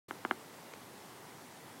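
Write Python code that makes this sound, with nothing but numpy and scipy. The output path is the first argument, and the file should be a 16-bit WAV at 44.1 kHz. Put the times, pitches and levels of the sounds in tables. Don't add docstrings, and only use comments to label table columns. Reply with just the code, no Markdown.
import sys
import numpy as np
from scipy import signal
from scipy.fft import rfft, irfft
from scipy.io import wavfile
from scipy.ndimage import uniform_filter1d

SR = 44100
rng = np.random.default_rng(int(sys.argv[2]) if len(sys.argv) > 2 else 0)


def file_out(sig):
    cols = np.atleast_2d(sig).T
    lim = np.clip(cols, -1, 1)
    pcm = np.round(lim * 32767).astype(np.int16)
    wavfile.write(sys.argv[1], SR, pcm)


N = 79380

# f/Hz, level/dB
CASE_TONE = [(40, -28), (135, -21), (230, -0.5), (370, 3), (455, -7), (520, -5), (610, -6.5), (760, 1),
             (1050, -0.5), (1420, 2), (1680, 0), (1880, -9.5), (2120, -4), (2380, -13), (2560, -25),
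             (2780, -12), (3200, -14), (3800, -29), (6000, -44), (12000, -79)]
def knock(strength_db, bright_db, lag_ms, size=4096):
    hz = abs(np.fft.fftfreq(size, 1 / SR))
    khz = hz / 1000
    tone_db = read(CASE_TONE, hz) + bright_db * np.log2(np.maximum(khz, .2))
    case = np.exp(np.conj(signal.hilbert(np.log(amp(tone_db)))))
    travel = np.exp(-4j * np.pi * lag_ms * np.sqrt(khz))
    wave = irfft((case * travel)[:size // 2 + 1])[:size // 2]
    return amp(strength_db) * wave / np.linalg.norm(wave)


# t/s, level/dB, brightness/(dB per octave), travel time at 1 kHz/ms
BLOWS = [(0.1079, -10.8, 0.7, 2.11), (0.2489, -5, -0.56, 2.02), (0.2579, -26.5, -2, 2.03),
         (0.3096, -0.5, 1, 2.027)]
def finger_knocks():
    out = np.zeros(N)
    for start, strength_db, bright_db, lag_ms in BLOWS:
        wave = knock(strength_db, bright_db, lag_ms)
        add(out, start, wave)
        add(out, start + 0.009, rattle(wave))
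    return out


def rattle(wave, relative_db=-18.5, fade_s=0.095, top_hz=890, size=5000):
    t = np.arange(size) / SR
    clicks = rng.choice([-1., 1.], size) * (rng.random(size) < 2000 / SR)
    repeats = signal.fftconvolve(wave, clicks * amp(-60 * t / fade_s))
    tail = signal.sosfilt(signal.butter(2, top_hz, fs=SR, output="sos"), repeats)
    return amp(relative_db) * tail * np.linalg.norm(wave) / np.linalg.norm(tail)


# f/Hz, level/dB, time to fade by 60 dB/s, delay into the tick/s
TICK_TONES = [(2240, -34.5, 0.0075, 0.00011), (1550, -38, 0.0057, 0.002), (900, -38.5, 0.009, 0.00243),
              (450, -39, 0.015, 0.0016)]
def twig_tick(start_s=0.736, rise_s=0.0006, low_hz=220, size=2000):
    out = np.zeros(N)
    t = np.arange(size) / SR
    rise = np.minimum(t / rise_s, 1)
    bass_cut = signal.butter(2, low_hz, "highpass", fs=SR, output="sos")
    for hz, db, fade_s, delay in TICK_TONES:
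        ring = rise * amp(db - 60 * t / fade_s) * np.sin(2 * np.pi * hz * t)
        add(out, start_s + delay, signal.sosfilt(bass_cut, ring))
    add(out, start_s, rise * scrape(t))
    return out


def scrape(t, level_db=-45.5, fade_s=0.022, band_hz=(1700, 5500)):
    band = signal.butter(2, band_hz, "bandpass", fs=SR, output="sos")
    puff = unit(signal.sosfilt(band, rng.standard_normal(len(t))))
    return amp(level_db - 60 * t / fade_s) * puff


# f/Hz, level/dB
WASH_TONE = [(20, -51), (45, -34), (68, -24.5), (88, -7.5), (115, -1.5), (170, -1), (250, 1.5), (400, -0.5),
             (490, -1), (600, -4.5), (800, -1.5), (950, -2), (1150, -6), (1500, -9.5), (2050, -9.5),
             (2700, -19), (5000, -26.5), (15000, -25.5)]
# t/s, level/dB
WASH_SWELL = [(0.1, 1), (0.4, 0.5), (0.68, 1.3), (0.8, -0.5), (0.95, 0.5), (1.2, 0.1), (1.32, 1.8),
              (1.48, -0.5), (1.6, -0.5), (1.68, 1.6), (1.8, 0.6)]
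def garden_wash(level_db=-54):
    swell_db = np.interp(np.arange(N) / SR, *np.transpose(WASH_SWELL))
    return amp(level_db + swell_db) * shaped_noise(WASH_TONE)


# f/Hz, level/dB
HISS_TONE = [(100, -11), (1500, 2), (3500, 3), (6000, 0.5), (9500, -1), (12500, -3.5), (15800, -9.5)]
def hiss(level_db=-59):
    return amp(level_db) * shaped_noise(HISS_TONE)


def shaped_noise(tone, drift_db=1):
    frames = dict(nperseg=512, noverlap=384)
    grid = signal.stft(rng.standard_normal(N), **frames)[2].T
    drift = uniform_filter1d(rng.standard_normal(grid.shape), size=20, axis=0)
    patches = unit(uniform_filter1d(drift, size=5, axis=1))
    noise = signal.istft((grid * amp(drift_db * patches)).T, **frames)[1][:N]
    gain = amp(read(tone, np.fft.rfftfreq(N, 1 / SR)))
    return unit(irfft(rfft(noise) * gain, N))


def amp(db):
    return 10 ** (np.asarray(db) / 20)


def unit(x):
    return x / np.sqrt(np.mean(x ** 2) + 1e-20)


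def read(tone, hz):
    f, db = np.transpose(tone)
    return np.interp(np.log(hz + 1), np.log(f + 1), db)


def add(mix, start_s, sound):
    part = mix[round(start_s * SR):][:len(sound)]
    part += sound[:len(part)]


def scene():
    mono = garden_wash() + finger_knocks() + twig_tick() + hiss()
    return np.array([mono, mono])


def record(dry, open_s=0.0842, fade_in_s=0.004, top_hz=15950):
    fade_in = np.clip((np.arange(N) / SR - open_s) / fade_in_s + .5, 0, 1)
    treble_cut = signal.firwin(1023, top_hz, window=("kaiser", 9), fs=SR)
    return signal.oaconvolve(dry * fade_in, treble_cut[None], "same")


dry = scene()
out = record(dry)
file_out(out)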